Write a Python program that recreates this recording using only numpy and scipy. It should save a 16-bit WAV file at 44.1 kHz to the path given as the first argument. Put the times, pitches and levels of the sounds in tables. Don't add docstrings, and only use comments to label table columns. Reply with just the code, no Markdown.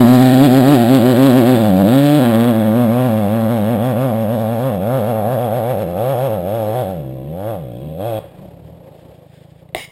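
import sys
import numpy as np
from scipy import signal
from scipy.fft import rfft, irfft, next_fast_len
from scipy.io import wavfile
from scipy.ndimage import uniform_filter1d, map_coordinates

SR = 44100
rng = np.random.default_rng(int(sys.argv[2]) if len(sys.argv) > 2 else 0)


def decibels_to_gain(level_db):
    exponent = np.asarray(level_db, float) / 20
    return 10 ** exponent


def dump_mix(stems):
    frames = np.atleast_2d(stems).T
    limited = np.clip(frames, -1, 1)
    pcm = np.round(limited * 32767).astype(np.int16)
    wavfile.write(sys.argv[1], SR, pcm)


N = 437031

# [t/s, firing f/Hz]
FREE_SPIN = [(0.0, 134.6), (0.408, 148.5), (0.815, 157.1), (1.223, 140.7), (1.631, 147.5), (2.038, 156.0),
             (2.446, 136.1), (2.854, 143.7), (3.261, 131.3), (3.669, 145.6), (4.076, 151.0), (4.484, 137.2),
             (4.892, 132.3), (5.299, 143.6), (5.707, 142.2), (6.115, 145.5), (6.522, 119.9), (6.93, 130.1)]
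# [t of lowest revs/s, drag f/Hz, fall t/s, recovery t/s]
BITES_LOW = [(0.053, 23.4, 0.058, 0.092), (0.187, 19.5, 0.091, 0.062), (0.247, 15.3, 0.027, 0.052),
             (0.308, 20.4, 0.051, 0.053), (0.356, 20.1, 0.021, 0.104), (0.398, 4.0, 0.024, 0.036),
             (0.487, 30.9, 0.029, 0.174), (0.623, 26.7, 0.034, 0.119), (0.779, 38.2, 0.053, 0.051),
             (0.842, 45.2, 0.062, 0.122), (0.877, 6.8, 0.036, 0.041), (0.954, 12.4, 0.043, 0.029),
             (1.0, 33.3, 0.047, 0.192), (1.012, 11.3, 0.038, 0.038), (1.146, 11.3, 0.017, 0.044),
             (1.152, 17.0, 0.049, 0.125), (1.32, 25.1, 0.048, 0.088), (1.428, 34.6, 0.045, 0.111),
             (1.571, 26.2, 0.081, 0.108), (1.579, 13.0, 0.043, 0.021), (1.638, 6.0, 0.026, 0.026),
             (1.715, 56.0, 0.134, 0.225), (1.773, 4.1, 0.042, 0.035), (1.837, 13.2, 0.019, 0.048),
             (1.869, 27.3, 0.155, 0.3), (1.909, 4.4, 0.02, 0.032), (2.207, 24.2, 0.021, 0.097),
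             (2.247, 11.4, 0.012, 0.059), (2.327, 32.9, 0.084, 0.239), (2.541, 26.6, 0.055, 0.121),
             (2.579, 8.6, 0.035, 0.083), (2.636, 27.1, 0.048, 0.095), (2.674, 4.9, 0.019, 0.058),
             (2.732, 32.4, 0.082, 0.095), (2.882, 37.2, 0.108, 0.124), (3.022, 12.8, 0.091, 0.035),
             (3.101, 8.8, 0.026, 0.055), (3.164, 27.2, 0.143, 0.129), (3.28, 31.0, 0.093, 0.223)]
BITES_HIGH = [(3.425, 16.6, 0.055, 0.041), (3.477, 22.7, 0.043, 0.037), (3.589, 4.8, 0.019, 0.111),
              (3.635, 41.3, 0.19, 0.179), (3.682, 5.0, 0.015, 0.024), (3.744, 11.5, 0.028, 0.035),
              (3.779, 44.7, 0.034, 0.143), (3.936, 16.1, 0.024, 0.047), (3.949, 34.9, 0.075, 0.149),
              (4.13, 46.2, 0.083, 0.099), (4.262, 46.3, 0.106, 0.123), (4.381, 36.1, 0.036, 0.09),
              (4.468, 29.5, 0.055, 0.134), (4.577, 21.9, 0.044, 0.075), (4.722, 9.4, 0.02, 0.021),
              (4.79, 48.4, 0.112, 0.138), (4.838, 2.8, 0.023, 0.033), (5.019, 33.8, 0.045, 0.127),
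              (5.061, 7.3, 0.045, 0.021), (5.134, 17.7, 0.038, 0.056), (5.231, 44.4, 0.118, 0.125),
              (5.377, 37.9, 0.04, 0.07), (5.495, 42.7, 0.08, 0.112), (5.615, 36.9, 0.037, 0.132),
              (5.762, 50.5, 0.044, 0.136), (5.86, 48.5, 0.044, 0.091), (5.949, 55.4, 0.087, 0.155),
              (6.11, 7.6, 0.055, 0.049), (6.158, 28.4, 0.032, 0.077), (6.3, 13.8, 0.028, 0.037),
              (6.385, 6.1, 0.038, 0.021), (6.426, 42.6, 0.165, 0.137), (6.648, 18.8, 0.096, 0.104),
              (6.733, 10.3, 0.081, 0.03), (6.855, 36.3, 0.042, 0.454)]
# [t/s, firing f/Hz]
BLIPS = [
    [(6.91, 96.6), (6.97, 82.9), (7.04, 65.93), (7.218, 65.37), (7.306, 76.94), (7.464, 109.5),
     (7.497, 117.6), (7.57, 91.9), (7.658, 63.36)],
    [(7.75, 56.16), (7.864, 75.9), (7.952, 79.3), (8.034, 105.7), (8.07, 120.1), (8.144, 108),
     (8.191, 107.6)],
]


def firing_rate():
    t = np.arange(0, N / SR, 1 / 1000)
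    hz = np.interp(t, *np.transpose(FREE_SPIN))
    for s, drag_hz, fall_s, recover_s in list(BITES_LOW) + list(BITES_HIGH):
        falling = np.clip(1 + (t - s) / fall_s, 0, 1) ** 0.85
        recovering = np.clip(1 - (t - s) / recover_s, 0, 1)
        hz = hz - drag_hz * np.where(t < s, falling, recovering)
    blips = np.interp(t, *np.transpose(BLIPS[0] + BLIPS[1]))
    hz = np.where(t < BLIPS[0][0][0], hz, blips)
    chatter, chatter_per_s = 0.004, 40
    hz = uniform_filter1d(hz, size=7) * (1 + chatter * wobble(t * chatter_per_s))
    return np.interp(np.arange(N) / SR, t, hz)


# [t/s, distance loss level/dB, first ground notch f/Hz, ground echo share 0-1]
PATH = [(0.0, -1, 620, 0.4), (0.5, 1.3, 240, 0.16), (1.5, 1.6, 191, 0.43), (2.2, 5, 590, 0.08),
        (3.0, 4, 313, 0.54), (4.5, 9, 314, 0.67), (6.0, 14.5, 259, 0.81), (7.0, 13, 250, 0.86),
        (8.2, 15.5, 240, 0.96)]
# [f/Hz, level/dB]
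BASS = [(55.0, -37), (80.0, -29.5), (110.0, -18.5), (150.0, -11), (200.0, -10.5), (280.0, -6.5),
        (450.0, -15)]
# [level/dB, share of distance loss]
LOW_ORDERS = [
    (1.4, 0.63),
    (2.3, 1),
    (-5.5, 1),
]


def low_orders(hz, turns, effort_db):
    loss_db, notch_hz, echo = curves(PATH)
    low = 0
    for k, ((db, far), lag) in enumerate(zip(LOW_ORDERS, (1.3, 1.5, 1.8))):
        order = k + 1
        f = order * hz
        ground = np.abs(1 + np.clip(echo, 0, .97) * np.exp(-1j * np.pi * f / notch_hz))
        level_db = db - far * loss_db + effort_db + along(BASS, f) + 20 * np.log10(ground)
        drift_db = .45 * order * wobble(turns / 3 + 700 * k)
        low = low + decibels_to_gain(level_db + drift_db) * np.cos(order * 2 * np.pi * turns - lag)
    return low


# [f/Hz, level/dB]
BARK_BEHIND = [(190, -17.5), (320, -3), (361, -6), (408, -9), (548, 7), (686, -2.5), (751, -0.5),
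               (867, -13.5), (1000, -28), (1300, -18), (2200, -120)]
# [f/Hz, level/dB]
BARK_NEAR = [(190, -7), (320, 13), (380, 18), (465, -3), (570, 3), (680, 2), (770, 4.5), (870, -16),
             (1000, -13), (1300, -19), (2200, -120)]
# [f/Hz, level/dB]
BARK_LUGGING = [(140, -42), (230, 6.5), (329, 0), (415, -12.5), (561, 2), (662, -12.5), (777, -10.5),
                (842, -37), (1000, -23), (1300, -36), (2200, -120)]
# [t/s, share of the colour from behind 0-1]
BEHIND = [(0, 0.26), (.45, 0.12), (1.2, 0.8), (1.9, 1), (2.6, 1)]


def exhaust_bark(turns, lugging, gas):
    angle = 2 * np.pi * turns
    harmonics = (1 - lugging) * np.cos(4 * angle) + sum(np.cos(k * angle) for k in range(5, 18))
    pulses = unit(harmonics) + (.36 + .8 * lugging) * gas
    behind = np.clip(curves(BEHIND)[0], 0, 1)
    pulling = behind * colour(pulses, BARK_BEHIND) + (1 - behind) * colour(pulses, BARK_NEAR)
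    mixed = (1 - lugging) * pulling + lugging * colour(pulses, BARK_LUGGING)
    return steady(patchy(mixed, depth_db=2.6))


# [t/s, level/dB]
LOAD = [(0, 2.5), (.4, -4), (.75, -1.5), (1.5, -0.5), (1.9, -0.5), (2.0, -5.5), (2.17, -9), (2.24, 4.5),
        (2.5, 1.5), (2.9, 0), (3.2, 0), (3.6, 1.5), (4.2, -1.5), (5, 2), (5.7, 0), (6.3, -0.5), (7.3, -1),
        (7.5, 3), (8, 0), (8.12, -1)]
# [f/Hz, width f/Hz, level/dB]
FINS = [(3600, 1400, 4)]
# [f/Hz, level/dB]
GAS = [(700, -28), (1200, -21), (1700, -14), (2400, -4), (4000, 0)]
# [f/Hz, width f/Hz, level/dB]
CAVITY = [(2045, 80, -9)]
# [f/Hz, width f/Hz, level/dB]
SILENCER = [(1660, 120, 3), (2190, 130, 3), (2730, 130, 4), (3350, 150, 3), (4110, 110, 3), (5330, 130, 4)]
# [f/Hz, level/dB per Hz]
RASP_NEAR = [(530, -23.5), (880, -3), (990, 1.5), (1310, -1), (1900, 1), (2100, -11.5), (2600, -9.5),
             (3450, -8.5), (4050, -9), (4350, -14), (4950, -15), (5300, -28.5), (5900, -29.5), (7670, -74),
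             (13000, -120)]
# [f/Hz, level/dB per Hz]
RASP_FAR = [(530, -33.5), (880, 3), (1200, 4), (1450, -2.5), (1700, -6), (1900, -8.5), (2210, -11.5),
            (2500, -15.5), (3120, -17.5), (3400, -15.5), (4340, -29), (5370, -32), (5900, -40.5),
            (7670, -59), (13000, -120)]
# [t/s, share of the distant colour 0-1]
AWAY = [(0, 0), (1.2, 0.52), (2.3, 0.8), (2.7, 0.96), (5, 1)]


def exhaust_rasp(turns, fired, lugging, aim, gas, spit):
    away = np.clip(curves(AWAY)[0], 0, 1)
    load_db, = curves(LOAD)
    cracks = -(1 - .9 * lugging) * unit(fired * decibels_to_gain(.6 * wobble(turns + 900)))
    blunt = uniform_filter1d(cracks, size=15)
    sharp = shell(cracks - blunt, FINS)
    cracks = .7 * decibels_to_gain(load_db) * blunt + aim * decibels_to_gain(2 * wobble(turns / 2 + 300)) * sharp
    cracks = cracks + .5 * (1 - lugging) * aim * colour(spit, GAS)
    blast = shell(cracks + (.7 + .35 * away) * colour(gas, GAS), CAVITY)
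    rasp = (1 - away) * colour(blast, RASP_NEAR) + away * colour(shell(blast, SILENCER), RASP_FAR)
    return decibels_to_gain(.5 * load_db) * steady(patchy(rasp, depth_db=1.8))


# [f/Hz, width f/Hz, level/dB]
TAIL_CAP = [(2530, 260, 24), (3310, 200, 33), (3670, 150, 26), (5400, 110, 18)]
# [t/s, level/dB over the rasp]
PINGING = [(2.5, -62), (4.5, -37), (5.9, -25), (6.15, -27), (6.45, -23), (6.7, -19), (7.1, -27), (7.5, -18),
           (7.75, 5), (7.95, -6.5), (8.1, -9), (8.19, -4)]


def tail_cap(fired, gas, spit):
    struck = .5 * unit(fired) + .6 * gas + .5 * spit
    ringing = shell(struck, TAIL_CAP) - struck
    radiated = colour(ringing, [(2000, -1.5), (2500, 7), (3800, -2), (4300, -3), (5900, -8.5)])
    return decibels_to_gain(curves(PINGING)[0]) * radiated


# [t/s, effort level/dB]
THROTTLE = [(0.0, -2), (1.66, -2), (1.81, -0.5), (2.01, -2.5), (2.395, -1.4), (2.54, -3.0), (4.76, -3.5),
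            (4.924, -2.5), (5.87, -2.5), (5.99, -2), (6.805, -3), (7.015, -5), (7.38, -5.5), (7.492, -4.5),
            (7.62, -6), (7.977, -5.5), (8.05, -3.5), (8.19, -4)]
# [t/s, crack strength]
AIM = [(0, 0.042), (.5, 0.45), (.72, 0.33), (.9, 0.67), (1.7, 0.46), (1.9, 0.67), (2.4, 1.37), (2.7, 0.073),
       (3.15, 0.26), (3.5, 0.77), (4.3, 0.06), (6.5, 0.073), (8.2, 0.16)]
# [level/dB, share of distance loss, dB per dB of effort, dB per Hz of revs, lugging level/dB, dB per unit of aim]
NOTE = [
    (-14, 0.074, 2, 0.044, -5.5, -1.5),
    (-23, 0.51, 1.7842, 0.18, -8, 0),
]


def engine():
    hz = firing_rate()
    effort_db, aim, loss_db = curves(THROTTLE)[0], curves(AIM)[0], curves(PATH)[0]
    lugging = np.clip((98 - hz) / 20, 0, 1)
    cruise_hz = 115
    bark_db, rasp_db = [
        db - far * loss_db + push * effort_db + rev * (hz - cruise_hz) + lug_db * lugging + aim_db * (aim - 1)
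        for db, far, push, rev, lug_db, aim_db in NOTE]
    turns = np.cumsum(hz) / SR
    turns = turns + (.002 + .009 * lugging) * wobble(turns)
    fired = np.diff(np.floor(turns), prepend=0) > 0
    size = decibels_to_gain(0.35 * wobble(turns))
    phase = turns % 1
    gas = unit((.6 + np.exp(-phase / .3)) * rng.standard_normal(N))
    spit_s = .0016
    spit = unit(np.exp(-phase / hz / spit_s) * rng.standard_normal(N))
    low = np.sqrt(2) * low_orders(hz, turns, effort_db)
    bark = decibels_to_gain(bark_db) * exhaust_bark(turns, lugging, gas)
    rasp = exhaust_rasp(turns, fired, lugging, aim, gas, spit) + tail_cap(fired, gas, spit)
    return span(FREE_SPIN + BLIPS[1]) * (size * (low + bark) + decibels_to_gain(rasp_db) * rasp)


# [t/s, firing f/Hz, level/dB]
IDLE = [(8.19, 43.32, -41.6), (8.3, 30.66, -44.2), (8.38, 24.81, -43.2), (8.47, 35.62, -39.8),
        (8.56, 35.19, -42.9), (8.65, 37.36, -40.1), (8.74, 42.91, -41.4), (8.82, 28.86, -44.3),
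        (8.92, 25.58, -42.4), (9.02, 29.61, -43.4), (9.12, 33.8, -42.8), (9.19, 24.66, -44.5),
        (9.27, 26.71, -43.9), (9.42, 26.07, -43.9), (9.53, 29.07, -43.7), (9.6, 31.53, -42.8),
        (9.7, 26.36, -44.9), (9.9, 26.9, -44.9)]
# [f/Hz, level/dB per Hz]
PUTT_LIVELY = [(35, -47), (60, -5.5), (151, -4.5), (175, 1), (211, -34), (330, -43), (430, -40),
               (730, -120)]
# [f/Hz, level/dB per Hz]
PUTT_SLOW = [(35, -47), (70, -13), (110, -6.5), (150, -2), (180, -6), (215, -24), (430, -44), (730, -120)]
# [t/s, level/dB]
MURMUR = [(8.2, -40), (8.254, -45.5), (8.43, -41.5), (8.564, -46.5), (9.062, -45.5), (9.3, -52),
          (9.734, -51.5), (9.74, -57)]
# [f/Hz, level/dB per Hz]
MURMUR_COLOUR = [(150, -42), (250, -7), (293, -7.5), (413, -10.5), (531, -2.5), (1450, -31.5),
                 (3390, -32.5), (4590, -40.5), (5030, -42.5), (5900, -51), (7670, -75), (13000, -120)]
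# [t/s, level/dB]
POPS = [(8.206, -36), (8.2405, -23), (8.262, -28), (8.3505, -39), (8.425, -31), (8.452, -32), (8.913, -37),
        (8.9505, -37), (9.368, -45)]


def idle():
    hz, putt_db = curves(IDLE)
    turns = np.cumsum(hz * (np.arange(N) / SR > IDLE[0][0])) / SR + .65
    fired = np.diff(np.floor(turns + .035 * wobble(turns)), prepend=0) > 0
    thuds = unit(fired * decibels_to_gain(1.8 * wobble(turns + 500))) + .25 * rng.standard_normal(N)
    settled_hz, settling_hz = 27, 6
    lively = np.clip((hz - settled_hz) / settling_hz, 0, 1)
    putts = lively * colour(thuds, PUTT_LIVELY) + (1 - lively) * colour(thuds, PUTT_SLOW)
    throb = decibels_to_gain(2.2 * np.cos(2 * np.pi * (turns - .2)) + 1.3 * wobble(turns * 1.2))
    murmur = decibels_to_gain(curves(MURMUR)[0]) * colour(throb * rng.standard_normal(N), MURMUR_COLOUR)
    out = span(IDLE + [(11, 0, 0)]) * (decibels_to_gain(putt_db - 7) * putts + murmur)
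    t = np.arange(2000) / SR
    pop = np.sin(2 * np.pi * 560 * t) * (1 - np.exp(-t / .001))
    for s, db in POPS:
        out[round(s * SR):][:len(t)] += decibels_to_gain(db - 60 * t / .05) * pop
    return out


# [t/s, level/dB]
CLICKS = [
    (9.7478, -6),
    (9.765, -16),
    (9.7805, -23),
    (9.69, -43),
]
# [f/Hz, level/dB, t60/s]
CASE = [(687, 5.5, 0.024), (366, -6.5, 0.043), (2080, 7, 0.011), (3680, 9, 0.0047), (2750, 2, 0.0097),
        (80, -18, 0.077)]
# [t/s, level/dB]
RUB = [(9.752, -34), (9.768, -36), (9.779, -29), (9.82, -34), (9.85, -36), (9.87, -47), (9.91, -52)]
# [f/Hz, level/dB per Hz]
RUB_COLOUR = [(760, -50), (1300, -16), (1600, -16), (1850, -2), (2200, 0), (2500, -10), (2900, -4),
              (3750, -7), (4300, -20), (5000, -9), (5900, -22), (7000, -60)]
# [f/Hz, width f/Hz, level/dB]
SQUEAK = [(2150, 130, 9), (2900, 110, 8), (3800, 130, 8), (5100, 120, 6)]


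def mount():
    out = np.zeros(N + SR)
    t = np.arange(SR // 10) / SR
    ring = sum((-1) ** k * decibels_to_gain(db - 60 * t / t60) * np.sin(2 * np.pi * hz * t)
               for k, (hz, db, t60) in enumerate(CASE))
    for s, db in CLICKS:
        out[round(s * SR):][:len(t)] += decibels_to_gain(db - 6.0) * ring * (1 - np.exp(-t / 0.00083))
    high_db, = curves(RUB)
    thud_db, fall_db_per_s, end_db = -27, 236, -50
    low_db = np.maximum(thud_db - fall_db_per_s * (np.arange(N) / SR - RUB[0][0]), end_db).clip(max=0)
    slips = decibels_to_gain(1.2 * wobble(np.arange(N) * 160 / SR))
    high = colour(shell(slips * rng.standard_normal(N), SQUEAK), RUB_COLOUR)
    low_colour = [(200, -12), (400, -7), (680, -2.0), (1100, -10), (1500, -34)]
    low = colour(slips * rng.standard_normal(N), low_colour)
    return out[:N] + span(RUB) * (decibels_to_gain(high_db) * high + decibels_to_gain(low_db) * low)


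# [f/Hz, t60/s]
SLOPE_DECAY = [(100, 0.17), (600, 0.082), (2000, 1), (6000, 0.15)]


def slope(x):
    hz, t, z = signal.stft(rng.standard_normal(SR), SR, nperseg=256)
    tail = signal.istft(z * decibels_to_gain(-60 * t / along(SLOPE_DECAY, hz)[:, None]), SR, nperseg=256)[1]
    delayed = np.pad(x, (1500, 0))
    return signal.fftconvolve(delayed, tail / np.linalg.norm(tail))[:N]


# [t/s, level/dB]
BREEZE = [(0, -62), (3, -51), (6.4, -45), (9.91, -68)]
# [t/s, peak level/dB]
GUSTS = [(0.03, -46), (0.52, -29), (0.94, -43), (1.46, -36), (5.46, -59), (7.23, -62), (7.73, -42),
         (8.4, -47), (9.52, -67)]
# [f/Hz, level/dB per Hz]
BUFFETING = [(15, -18), (32, -6), (50, -33), (110, -5), (200, 2), (400, -92)]


def wind():
    t = np.arange(N) / SR
    db_per_s = 45
    gusts = sum(decibels_to_gain(db - db_per_s * np.abs(t - s)) for s, db in GUSTS)
    strength = decibels_to_gain(curves(BREEZE)[0]) + gusts
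    lumps = decibels_to_gain(4.4 * wobble(np.arange(N) * 9 / SR))
    return strength * decibels_to_gain(1.5) * colour(lumps * rng.standard_normal(N), BUFFETING)


# [t/s, peak level/dB, length t/s]
RUSTLES = [(8.672, -60, .03), (9, -57, 0.03), (9.152, -60.5, .03), (9.357, -56.5, 0.079),
           (9.437, -62, .012), (9.51, -59, .012), (9.597, -60, 0.029)]
# [f/Hz, level/dB per Hz]
CLOTH = [(900, -31), (1600, 4), (2600, -1), (3500, 3), (4300, -8), (5100, -5), (5900, -23), (7000, -68)]


def rustle():
    t = np.arange(N) / SR
    swells = sum(decibels_to_gain(db) * np.exp(-np.abs(t - s) / length) for s, db, length in RUSTLES)
    return swells * colour(rng.standard_normal(N), CLOTH)


def patchy(x, depth_db):
    z = signal.stft(x, nperseg=512)[2]
    field = uniform_filter1d(rng.standard_normal(z.shape), size=2, axis=0)
    field = uniform_filter1d(field, size=16, axis=1)
    return signal.istft(z * decibels_to_gain(depth_db * unit(field)), nperseg=512)[1][:N]


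def shell(x, modes):
    m = next_fast_len(N + 4096)
    f = np.fft.rfftfreq(m, 1 / SR)
    response = 1
    for hz, width, db in modes:
        response = response + (decibels_to_gain(db) - 1) * 1j * f * width / (hz * hz - f * f + 1j * f * width)
    return irfft(rfft(x, m) * response, m)[:N]


def colour(x, spectrum):
    cep = irfft(np.log(decibels_to_gain(along(spectrum, np.fft.rfftfreq(8192, 1 / SR))) + 1e-5))
    cep[1:4096] *= 2
    cep[4097:] = 0
    impulse = irfft(np.exp(rfft(cep)))[:4096]
    return unit(signal.oaconvolve(x, impulse)[:N])


def steady(x):
    return x / np.sqrt(np.abs(uniform_filter1d(x ** 2, size=4000)) + 1e-9)


def unit(x):
    return x / np.sqrt(np.mean(x ** 2) + 1e-20)


def wobble(steps):
    return map_coordinates(rng.standard_normal(6000), [steps], mode="wrap")


def curves(rows):
    s, *cols = np.transpose(rows)
    return [np.interp(np.arange(N) / SR, s, c) for c in cols]


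def span(rows):
    t = np.arange(N) / SR
    opening = np.clip((t - rows[0][0]) / 0.00074 + 1, 0, 1)
    closing = np.clip((rows[-1][0] - t) / 0.00356 + 1, 0, 1)
    return opening * closing


def along(points, hz):
    f, v = np.transpose(points)
    return np.interp(np.log(hz + 1), np.log(f + 1), v)


def scene():
    bike = engine()
    return (bike + decibels_to_gain(-14) * slope(bike) + idle() + mount() + wind() + rustle())[None]


def low_pass(x):
    return signal.sosfilt(signal.butter(12, 15720, fs=SR, output="sos"), x)


def record(dry):
    hold_hz, fade_in_s = 12000, .006
    x = dry / (1 + np.abs(dry / 1.01) ** 8) ** (1 / 8)
    x = x * np.clip(np.arange(N) / SR / fade_in_s, 0, 1)
    m = next_fast_len(N + 4096)
    hz = np.fft.rfftfreq(m, 1 / SR)
    droop = np.sinc(hz / hold_hz)
    below_half_clock = np.clip((hold_hz / 2 - hz) / 60, 0, 1)
    x = irfft(rfft(x, m) * below_half_clock / np.maximum(droop, .5), m)
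    sampled = x * (1 + 2 * np.cos(2 * np.pi * hold_hz * np.arange(m) / SR))
    held = irfft(rfft(sampled) * droop, m)[:, :N]
    return low_pass(held)


dry = scene()
out = record(dry)
dump_mix(out)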